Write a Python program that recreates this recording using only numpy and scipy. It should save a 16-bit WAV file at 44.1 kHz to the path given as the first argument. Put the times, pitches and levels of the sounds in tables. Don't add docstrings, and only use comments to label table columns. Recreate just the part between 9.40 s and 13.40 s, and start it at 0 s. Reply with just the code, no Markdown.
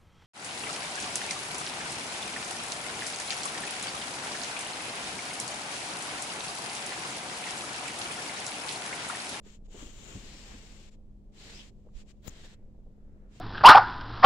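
import sys
import numpy as np
from scipy import signal
from scipy.fft import rfft, irfft
from scipy.io import wavfile

SR = 44100
rng = np.random.default_rng(int(sys.argv[2]) if len(sys.argv) > 2 else 0)


def materialize(psi):
    bounded = np.clip(np.atleast_2d(psi).T, -1, 1)
    quanta = np.round(bounded * 32767).astype(np.int16)
    wavfile.write(sys.argv[1], SR, quanta)


N = 176400
T, FREQS = np.arange(N) / SR, np.fft.rfftfreq(N, 1 / SR)
GRAIN_HZ = 895

# (frequency [Hz], left [rel. dB], right [rel. dB])
PORT_COLOUR = [(360, 5, 3.5), (694, -5, -6.5), (1060, -4, -14), (1830, -5, -9), (3140, 2, -6),
               (4850, -7.5, -9.5), (5900, -3.5, -11.5), (7230, 5.5, -16), (8240, -7, -24),
               (9540, -20.5, -26), (11100, -25.5, -41), (14500, -21.5, -41.0)]
# (frequency [Hz], left [rel. dB], right [rel. dB])
BACK_COLOUR = [(316, -1, -2), (704, -8.5, -8), (1320, -10.5, -11), (1980, -4, -8), (2960, -2.5, -7.5),
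               (4900, -5.5, -12.5), (6400, -7, -14.5), (7320, -2.5, -18), (8300, -11, -22),
               (10130, -26, -30), (13300, -29, -36)]


def amp(db):
    return 10 ** (np.asarray(db) / 20)


def unit(x):
    return x / np.sqrt(np.mean(x ** 2) + 1e-20)


def spectrum(table):
    hz, *columns = np.transpose(table)
    return np.array([np.interp(np.log(FREQS + 1), np.log(hz), c) for c in columns])


def level(curve):
    time_s, db = np.transpose(curve)[:2]
    return amp(np.interp(T, time_s, db, left=-140, right=-140))


def pan(balance_db):
    return amp([[balance_db / 2], [-balance_db / 2]])


def wander(rate_hz):
    return unit(irfft(rfft(rng.standard_normal(N)) / (1 + (FREQS / rate_hz) ** 4), N))


def correlate(a, b, likeness):
    return np.array([a, likeness * a + np.sqrt(1 - likeness ** 2) * b])


def noise(density):
    # (frequency [Hz], correlation [0-1])
    likeness = [(30, 0.89), (300, 0.8), (640, 0.62), (1700, 0)]
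    a, b = rfft(rng.standard_normal((2, N))) * np.sqrt(SR / 2)
    subsonic_cut = FREQS ** 2 / (FREQS ** 2 + 22 ** 2)
    return irfft(correlate(a, b, spectrum(likeness)[0]) * amp(spectrum(density)) * subsonic_cut, N)


def ring(x, hz, width_hz):
    carrier = np.exp(2j * np.pi * np.cumsum(hz * np.ones(x.shape[-1])) / SR)
    pole = np.exp(-np.pi * width_hz / SR)
    for _ in range(3):
        x = 2 * (carrier * signal.lfilter([1 - pole], [1, -pole], x / carrier)).real
    return unit(x)


def add(mix, start_s, sound):
    part = mix[:, round(start_s * SR):][:, :sound.shape[-1]]
    part += sound[..., :part.shape[1]]


def room():
    # (frequency [Hz], left [dB/Hz], right [dB/Hz])
    floor = [(18.9, -55.5, -55), (48, -68.5, -70), (66.3, -78.5, -74), (145.3, -81.5, -83.5),
             (253, -87.5, -87.5), (545, -99, -99), (1430, -120, -120), (3220, -121.5, -124),
             (5100, -124.5, -127.5), (7840, -124, -130), (8900, -133, -134.5), (15000, -135.0, -136.0)]
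    hum_hz = 206.6 + 2.4 * wander(rate_hz=5.7)
    hum = np.sqrt(2) * np.sin(2 * np.pi * np.cumsum(hum_hz) / SR)
    return noise(floor) + amp(-63) * hum


def creaks():
    slips_per_s, rest_s, rest_half_s = 160, 1.73, 0.14
    slips = rng.uniform(-0.79, 1, N) * (rng.random(N) < slips_per_s / SR)
    moving = 1 - np.exp(-((T - rest_s) / rest_half_s) ** 2)
    return amp(-71.5) * moving * ring(slips, hz=403, width_hz=403)


def friction(colour):
    grain_db, clump_db, clump_hz = 0.7, 0.64, 47.7
    return unit(noise(colour) * amp(grain_db * wander(GRAIN_HZ) + clump_db * wander(clump_hz)))


def brushes():
    # (start [s], length [s], rise [s], release [s], level [dB], nearness to port [0-1], left-right [dB])
    touches = [(0.008, 0.19, 0.061, 0.05, -59, 0.8, -1), (0.229, 0.052, 0.028, 0.013, -68, 0.6, -3),
               (1.493, 0.082, 0.026, 0.03, -66.5, 0.4, -2), (2.193, 0.69, 0.11, 0.036, -82, 0.5, -5.5),
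               (2.515, 0.13, 0.056, 0.025, -60, 0.13, -3.5), (2.64, 0.092, 0.068, 0.021, -59, 0.07, 1),
               (3.866, 0.18, 0.091, .02, -61.5, 0, -5.5)]
    port, back, out = friction(PORT_COLOUR), friction(BACK_COLOUR), np.zeros((2, N))
    for start_s, length_s, rise_s, release_s, db, near, balance_db in touches:
        swell = np.clip((T - start_s) / rise_s, 0, 1)
        lift = np.clip((start_s + length_s - T) / release_s, 0, 1)
        hiss = np.sqrt(near) * port + np.sqrt(1 - near) * back
        out += amp(db) * pan(balance_db) * (swell * lift) ** 2 * hiss
    return signal.lfilter(*signal.butter(1, 700, "high", fs=SR), out)


def knocks():
    # (time [s], level [dB], pitch [Hz])
    bumps = [(.06, -50.5, 310), (0.342, -40.5, 397), (.422, -42.5, 237), (0.751, -39, 198),
             (.828, -47, 218), (1.136, -44, 215), (2.462, -50, 427), (2.484, -58, 1000), (2.862, -46, 285),
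             (3.344, -55, 440), (3.464, -57, 520)]
    rise_s, t60_cycles = 0.0048, 27
    out, t = np.zeros((2, N)), np.arange(SR // 4) / SR
    for start_s, db, hz in bumps:
        drive = correlate(*rng.standard_normal((2, len(t))), likeness=0.83)
        force = np.minimum(t / rise_s, 1) * amp(db - 60 * t * hz / t60_cycles)
        burst = unit(force * ring(drive, hz, width_hz=0.81 * hz))
        add(out, start_s, burst * np.sqrt(np.mean(force ** 2)))
    return out


def crackle(depth_db=2.5):
    return unit(amp(depth_db * wander(GRAIN_HZ)))


def presses():
    # (time [s], half length [s], level [dB])
    peaks = [(0.077, 0.027, -63), (0.408, 0.057, -57.5), (0.7, 0.059, -56), (1.118, .04, -55)]
    force = sum(amp(db) * np.exp(-((T - time_s) / half_s) ** 2) for time_s, half_s, db in peaks)
    rasp = crackle() * ring(rng.standard_normal((2, N)), hz=1140, width_hz=4600)
    return force * rasp * pan(balance_db=2.5)


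def strokes():
    # (time [s], level [dB])
    first_stroke = [(0.275, -78), (0.325, -57), (0.42, -49), (0.52, -54.5), (0.71, -49.5), (0.82, -51.5),
                    (1.11, -52.5), (1.3, -56.5), (1.492, -59.5), (1.503, -75.5)]
    second_stroke = [(1.92, -78), (1.945, -64.5), (2.01, -53), (2.14, -50.5), (2.21, -54.5), (2.296, -60.5),
                     (2.308, -76)]
    edge_stroke = [(2.822, -74), (2.848, -59), (2.93, -58.5), (3.03, -55.5), (3.05, -51.5), (3.08, -58),
                   (3.145, -60), (3.165, -85.5)]
    # (frequency [Hz], left [rel. dB], right [rel. dB])
    edge_colour = [(400, -0.5, 0), (1140, -9, -10.5), (1820, -6, -1.5), (2360, -7, -6), (3100, -1, -9.0),
                   (3900, -4, -4.5), (5100, -6.0, -16), (6330, -9, -16), (7330, -4.5, -18),
                   (10040, -25.5, -31.0), (14500, -30, -37)]
    # (frequency [Hz], level [rel. dB])
    shake_colour = [(25, -16), (50, 3), (100, -18), (300, -24.5), (900, -27.5), (4000, -57)]
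    halfway_s, travel_s = 0.792, 0.15
    first = level(first_stroke)
    second = level(second_stroke) * pan(balance_db=-2.5)
    away = np.clip((T - halfway_s) / travel_s + 0.5, 0, 1)
    port = first * np.sqrt(1 - away) * friction(PORT_COLOUR)
    back = (first * np.sqrt(away) + second) * friction(BACK_COLOUR)
    edge = level(edge_stroke) * friction(edge_colour)
    shake = first * amp(-4.5) * unit(noise(shake_colour))
    return port + back + edge + shake


def pushes():
    # (time [s], level [dB], pitch [Hz], t60 [s], left-right [dB])
    swings = [(0.75, -30.5, 101, 0.093, 2.5), (2.546, -35.5, 32.8, 0.17, -18), (2.88, -19, 55, 0.018, 17)]
    out, t = np.zeros((2, N)), np.arange(SR // 2) / SR
    for start_s, db, hz, t60_s, balance_db in swings:
        envelope = np.minimum(2 * hz * t, 1) * amp(db - 60 * t / t60_s)
        add(out, start_s, pan(balance_db) * envelope * np.sin(2 * np.pi * hz * t))
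    return out


def cavity(curve, width_hz):
    time_s, _, hz = np.transpose(curve)
    return level(curve) * ring(rng.standard_normal((2, N)), np.interp(T, time_s, hz), width_hz)


def hand_gaps():
    # (time [s], level [dB], pitch [Hz])
    opening = [(.84, -65, 3460), (.95, -58.5, 4500), (1.12, -74, 4370)]
    upper = [(1.98, -61, 4020), (2.125, -58, 4060), (2.16, -55, 5200), (2.22, -60, 5100)]
    lower = [(2.08, -61, 1900), (2.145, -62, 2070), (2.17, -60, 3000), (2.205, -50, 3100),
             (2.25, -67, 2900)]
    creep = [(3.15, -77.5, 1950), (3.38, -100, 1300), (3.6, -85, 1260), (3.981, -76.5, 1260)]
    wide = cavity(opening, width_hz=2100)
    return wide + sum(cavity(gap, width_hz=1540) for gap in (upper, lower, creep))


def wipe():
    # (time [s], level [dB], pitch [Hz])
    sweep = [(2.862, -72, 1800), (2.874, -50, 3840), (2.877, -43, 7200), (2.889, -46, 6900),
             (2.896, -47, 6550), (2.9, -71, 4500)]
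    # (frequency [Hz], level [rel. dB])
    scrape_colour = [(200, 8), (700, -6.5), (2000, -13.5), (6000, -14.5), (10000, -25.5), (12500, -20),
                     (15000, -13)]
    snap_s, snap_decay_s, scrape_fade_s = 2.8798, 0.00094, 0.013
    since_s = T - snap_s
    scrape = amp(np.where(since_s < 0, -36.5, -44.5)) * np.exp(-abs(since_s) / scrape_fade_s) * crackle()
    snap = (since_s >= 0) * np.exp(-abs(since_s) / snap_decay_s)
    tone = cavity(sweep, width_hz=1700)
    rub = (scrape + amp(-27) * snap) * friction(scrape_colour)
    pop = -amp(-29) * snap ** 2
    return (tone + rub + pop) * amp([[0], [-28]])


def scene():
    rubbing = strokes() + presses() + brushes() + hand_gaps()
    return rubbing + knocks() + creaks() + pushes() + wipe() + room()


def record(dry):
    cutoff_hz = 15780
    lowpass = signal.firwin(511, cutoff_hz, window=("kaiser", 9), fs=SR)
    return signal.oaconvolve(dry, lowpass[None], "same")


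dry = scene()
out = record(dry)
materialize(out)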